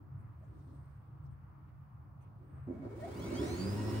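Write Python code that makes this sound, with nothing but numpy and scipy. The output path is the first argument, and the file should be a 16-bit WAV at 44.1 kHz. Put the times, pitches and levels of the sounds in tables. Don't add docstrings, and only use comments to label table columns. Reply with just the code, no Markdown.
import sys
import numpy as np
from scipy import signal
from scipy.fft import rfft, irfft, next_fast_len
from scipy.io import wavfile
from scipy.ndimage import uniform_filter1d

SR = 44100
rng = np.random.default_rng(int(sys.argv[2]) if len(sys.argv) > 2 else 0)


def to_linear_factor(level_db):
    exponent = np.asarray(level_db, float) / 20
    return 10 ** exponent


def bounce(signal):
    frames = np.transpose(np.atleast_2d(signal))
    limited = np.clip(frames, -1, 1)
    pcm = np.round(limited * 32767).astype(np.int16)
    wavfile.write(sys.argv[1], SR, pcm)


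N = 176400

BARS, TOP_RATE_HZ = 24.8, 2810
START_S = 2.664
ALIKE_HZ = 350


def table(rows):
    return np.array(rows, float).T


def unit(x):
    return x / np.sqrt(np.mean(x ** 2))


def curve(points, hz):
    f, db = table(points)
    return np.interp(np.log(hz + 1), np.log(f), db)


def shape(x, gain):
    size = next_fast_len(N + 8192)
    f = np.arange(size // 2 + 1) * SR / size
    return irfft(rfft(x, size) * gain(f), size)[..., :N]


def ring(hz, centre_hz, width_hz):
    return 1j * hz * width_hz / (centre_hz ** 2 - hz ** 2 + 1j * hz * width_hz)


def ring_all(f, modes):
    return sum(to_linear_factor(db) * ring(f, hz, width) * (-1) ** k for k, (hz, width, db) in enumerate(modes))


def walk(rate):
    k = int(SR / rate)
    steps = np.repeat(rng.standard_normal(N // k + 1), k)
    return 1.21 * uniform_filter1d(uniform_filter1d(steps, k), k)[:N]


def wide(gain, alike_hz):
    f = np.arange(N // 2 + 1) * SR / N
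    alike = 1 / (1 + (f / alike_hz) ** 2)
    re, im = rng.standard_normal((2, 2, len(f)))
    mid, side = irfft((re + 1j * im) * gain(f) * np.sqrt([1 + alike, 1 - alike]), N)
    return np.array([mid + side, mid - side])


def ringing_noise(hz, width_hz):
    return unit(wide(lambda f: ring(f, hz, width_hz) ** 2, ALIKE_HZ))


def bands(points, flicker_db, rate):
    out = 0
    for hz in 30 * 2. ** np.arange(10):
        def part(f):
            octaves_off = np.clip(np.log2((f + 1) / hz), -1, 1)
            return to_linear_factor(curve(points, f)) * np.cos(octaves_off * np.pi / 2)
        out = out + wide(part, ALIKE_HZ) * to_linear_factor(flicker_db * walk(rate))
    return unit(out)


def line_gain(f):
    # f/Hz, level/dB
    housing = [(740, 0), (830, -14), (960, -8), (1700, -11), (2750, -9), (3150, 0), (6700, 0), (7500, -12)]
    # f/Hz, width/Hz, level/dB
    lifts = [(188, 20, 16), (255, 60, 15), (345, 80, 9), (640, 190, 15), (950, 80, 7), (1900, 130, 16),
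             (3300, 400, 4), (4720, 300, 7), (6150, 400, 6)]
    power = 1 + sum(np.abs(to_linear_factor(db) * ring(f, hz, width) ** 2) ** 2 for hz, width, db in lifts)
    return to_linear_factor(curve(housing, f)) * np.sqrt(power / (1 + (f / 7100) ** 24))


def motor_lines(rate, turn, on):
    # multiple of commutator rate, level/dB, growth with speed as a power
    whine = [(1, -61, 0), (2, -59, 0.5), (3, -59, 0.7), (4, -59, 1.4), (5, -57, 1.8), (6, -60, 2.2)]
    # multiple of shaft rate, level/dB at full speed, growth as a power
    shaft = [(1, -35, 3.8), (2, -49, 2.5), (3, -57, 1.0), (4, -54, 0.8), (5, -61, 0.8), (9, -50, 6),
             (18, -66, 3), (27, -54, 7)]
    scatter_rad, flicker_db = 1.0, 3.8
    rows = [(k * BARS, db, grow, scatter_rad) for k, db, grow in whine]
    rows += [(k, db, grow, scatter_rad * k / 60) for k, db, grow in shaft]
    out = 0
    for k, db, grow, scatter in rows:
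        hz = k * rate / BARS
        port_sign = np.array([[1], [-1]])
        apart = port_sign * (1 - 1 / (1 + hz / ALIKE_HZ)) * (0.51 + 0.55 * walk(40))
        heard = line_gain(hz[::64]).repeat(64)[:N]
        size = to_linear_factor(db + flicker_db * min(k / 9, 1) * walk(45)) * heard
        size = size * (rate / TOP_RATE_HZ) ** grow
        uneven = scatter * (np.sin(turn + k) + .7 * walk(250))
        out = out - 1.27 * size * np.sin(k * turn + uneven + k + apart)
    return out * on


def casing(f):
    # f/Hz, width/Hz, level/dB
    casing_modes = [(72.8, 44, -8), (107.5, 19, 4.5), (184.4, 12, -1.5), (241.4, 21, 5.5),
                    (342.6, 32.4, 7.5), (410, 19, 5.5), (488, 62, -5), (621, 107, -5), (977, 107, -10),
                    (1398, 195, -12), (1933, 100, -17), (2157, 62, -19), (4800, 1200, -27.5)]
    return ring_all(f, casing_modes)


def rattle(t, noise, speed, turn, on):
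    # t/s, level/dB
    effort_points = [
        (2.67, -7.5),
        (2.8, 6),
        (2.95, -0.5),
        (3.05, 3),
        (3.15, 4),
        (3.3, 5),
        (3.42, 6.5),
        (3.55, -1),
        (3.7, 0),
        (4, -0.5),
    ]
    effort = to_linear_factor(np.interp(t, *table(effort_points))) * on
    dull = shape(noise, lambda f: 1 / (1 + (f / 1530) ** 4))
    bright = (noise - dull) * speed
    shake = to_linear_factor(-40 + 2.0 * walk(30)) * speed ** 0.62 * (1 + .5 * np.sin(turn)) * effort
    return shape((dull + bright) * shake, casing)


def jolt(t, noise, on):
    # t/s, level/dB
    knock_times = [
        (2.672, 3),
        (2.684, 6),
        (2.6955, 4),
        (2.7065, 6),
        (2.719, 2),
        (2.731, -2),
        (2.759, -3),
    ]
    # f/Hz, width/Hz, level/dB
    jolt_modes = [(110, 40, -8), (250, 30, 5), (350, 32, 4), (490, 80, -8), (620, 60, -5), (950, 200, -24)]
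    hold_s, fade_s = .045, 0.011
    fade = np.exp(-np.maximum(t - START_S - hold_s, 0) / fade_s)
    kick = on * to_linear_factor(-42 + 2 * walk(90)) * fade
    knocks = sum(to_linear_factor(db) * (np.arange(N) == int(s * SR)) for s, db in knock_times)
    return shape(noise * kick + knocks, lambda f: ring_all(f, jolt_modes) / (1 + 1j * f / 1500) ** 2)


def bracket(rate, on):
    torque = np.gradient(uniform_filter1d(rate, size=6000))
    torque = torque / torque.max() * on
    return ringing_noise(2215, 110) * to_linear_factor(-60.5 + 3.7 * walk(40)) * torque ** 2


def fan_air(t, speed, turn, on):
    # f/Hz, level/dB
    air_colour = [(180, -28), (300, -14), (348, -15), (798, -20), (958, -17.5), (3490, -28.5), (8840, -34),
                  (13200, -43), (15800, -40)]
    # t/s, level/dB
    flow = [
        (2.67, -4),
        (2.8, -3.5),
        (2.96, -2),
        (3.0, 2.5),
        (3.2, 4.5),
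        (3.48, 3.5),
        (3.7, 1),
        (4, 0),
    ]
    level = to_linear_factor(-52 + np.interp(t, *table(flow))) * speed ** 1.02 * on
    return bands(air_colour, 1.3, 14) * level * (1 + 0.2 * np.sin(turn))


def tool(t):
    # t/s, commutator rate f/Hz
    spin = [(2.67, 100), (2.8, 250), (2.9, 385), (2.98, 545), (3.05, 670), (3.12, 815), (3.2, 1015),
            (3.28, 1270), (3.36, 1565), (3.5, 2020), (3.64, 2360), (3.76, 2555), (3.88, 2640), (4, 2700)]
    on = np.clip((t - START_S) / .006, 0, 1)
    rate = uniform_filter1d(np.interp(t, *table(spin)), size=3000)
    speed = rate / TOP_RATE_HZ
    turn = 2 * np.pi * np.cumsum(rate / BARS * (1 + .004 * walk(25))) / SR
    noise = rng.standard_normal(N)
    noise = noise / np.std(shape(noise, casing))
    body = rattle(t, noise, speed, turn, on) + jolt(t, noise, on)
    lines = motor_lines(rate, turn, on)
    straight = bracket(rate, on) + fan_air(t, speed, turn, on) + lines * 0.68
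    return body + to_linear_factor(-9) * lines[0] / 2, straight


def walls(x):
    echo_s, echo_db = .11, -3
    lag = np.arange(int(.3 * SR)) / SR
    echo = rng.standard_normal((2, len(lag))) * to_linear_factor(-60 * lag / echo_s) * (lag > .002)
    echo = echo / np.sqrt(np.sum(echo ** 2, axis=1, keepdims=True))
    wet = signal.fftconvolve(x[None], echo)[:, :N]
    low = lambda f: 1 / (1 + 1j * f / 350)
    return shape(x, low) + to_linear_factor(echo_db) * shape(wet, lambda f: 1 - low(f))


def through_ports(machine, air):
    # f/Hz, level/dB
    port_colour = [(6000, 0.5), (8700, 3), (11000, 2.5), (13600, -11.5), (14400, -2), (15200, 12),
                   (16000, 6)]
    # f/Hz, level/dB
    port_pan = [(60, -3), (110, 3.5), (200, -5), (380, -1.5), (700, 2), (1290, -3.5), (2380, 1.5),
                (4400, -6), (8120, 5), (15000, 0)]
    # f/Hz, phase/radians
    port_lead = [(600, 0), (1000, -2.5), (2150, -7), (4000, -10.5)]
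    side = np.array([[.5], [-.5]])
    lead = lambda f: np.exp(1j * side * curve(port_lead, f))
    ports = lambda f: to_linear_factor(curve(port_colour, f) + side * curve(port_pan, f))
    return shape(shape(machine, lead) + air, ports)


def creaks(t):
    creak_times = [.2, .595, .72, 1.26, 1.24, 1.32, 1.69, 2.228, 2.225, 2.57, .56, .74, 2.3, 2.48, 2.575,
                   .45, 1.245, .76, .7, 2.24, .44]
    # length/s, f/Hz, width/Hz, level/dB
    creak_sounds = [(0.056, 8800, 2200, -88.5), (0.03, 5900, 3000, -84.5), (0.63, 8600, 1300, -88.5),
                    (0.027, 5100, 2000, -83.5), (0.04, 15600, 540, -92), (0.048, 8500, 1300, -88),
                    (0.025, 2060, 1500, -77), (0.035, 9000, 2100, -84), (0.023, 6200, 690, -87),
                    (0.29, 8500, 840, -89.5), (0.24, 300, 165, -65.5), (0.14, 277, 150, -60),
                    (.06, 180, 120, -60), (0.2, 290, 180, -62), (0.068, 620, 510, -66),
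                    (.05, 7000, 5000, -90), (.04, 8400, 690, -91), (.06, 8600, 1500, -88),
                    (0.52, 3900, 4000, -88.5), (.1, 2300, 1200, -82.5), (0.04, 610, 72, -67)]
    out = 0
    for s, (length, hz, width, db) in zip(creak_times, creak_sounds):
        swell = np.exp(-(2 * (t - s) / length) ** 2)
        out = out + to_linear_factor(db + 2.5 * walk(60)) * swell * ringing_noise(hz, width)
    return out


def yard(t):
    # f/Hz, level/dB
    wash_colour = [(15, -79), (25, -36), (79, -5), (123, -5.5), (350, -34), (1160, -27), (1350, -31),
                   (1510, -36), (5000, -67), (6500, -99), (11000, -120)]
    # f/Hz, level/dB
    hiss_colour = [(2940, -33), (4500, -8.5), (7400, -16), (9210, -10.5), (13900, -14), (15100, 2),
                   (15800, -5)]
    # f/Hz, width/Hz, level/dB
    engines = [(72.2, 19, -60.5), (108.3, 25.3, -58), (137.1, 10.9, -57), (300, 91, -74.5)]
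    # t/s, level/dB
    swell_points = [(0, -1.5), (.15, 0.5), (.5, 0), (.85, -0.5), (1.25, 0), (1.7, -1.5), (2.2, -2),
                    (2.45, 0), (2.6, 2), (2.95, 2), (3.2, 6), (4, 7)]
    drones = sum(to_linear_factor(db + 4.35 * walk(9.01)) * ringing_noise(hz, width) for hz, width, db in engines)
    wash = to_linear_factor(-55) * bands(wash_colour, 1.6, 6.8)
    swell = to_linear_factor(np.interp(t, *table(swell_points)))
    top = lambda f: to_linear_factor(curve(hiss_colour, f)) * np.clip(f / 4000, 0, 1) ** 2
    return (drones + wash) * swell + to_linear_factor(-85.5) * unit(wide(top, 100))


def scene():
    t = np.arange(N) / SR
    machine, air = tool(t)
    return through_ports(walls(machine), air) + yard(t) + creaks(t)


def low_pass(x):
    return signal.sosfilt(signal.butter(12, 17100, fs=SR, output="sos"), x)


def record(dry):
    top_hz, open_s = 15780, .004
    dry = shape(dry, lambda f: f < top_hz) * np.clip(np.arange(N) / SR / open_s, 0, 1)
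    bass_cut = signal.butter(1, 40, "high", fs=SR, output="sos")
    return low_pass(signal.sosfilt(bass_cut, dry))


dry = scene()
out = record(dry)
bounce(out)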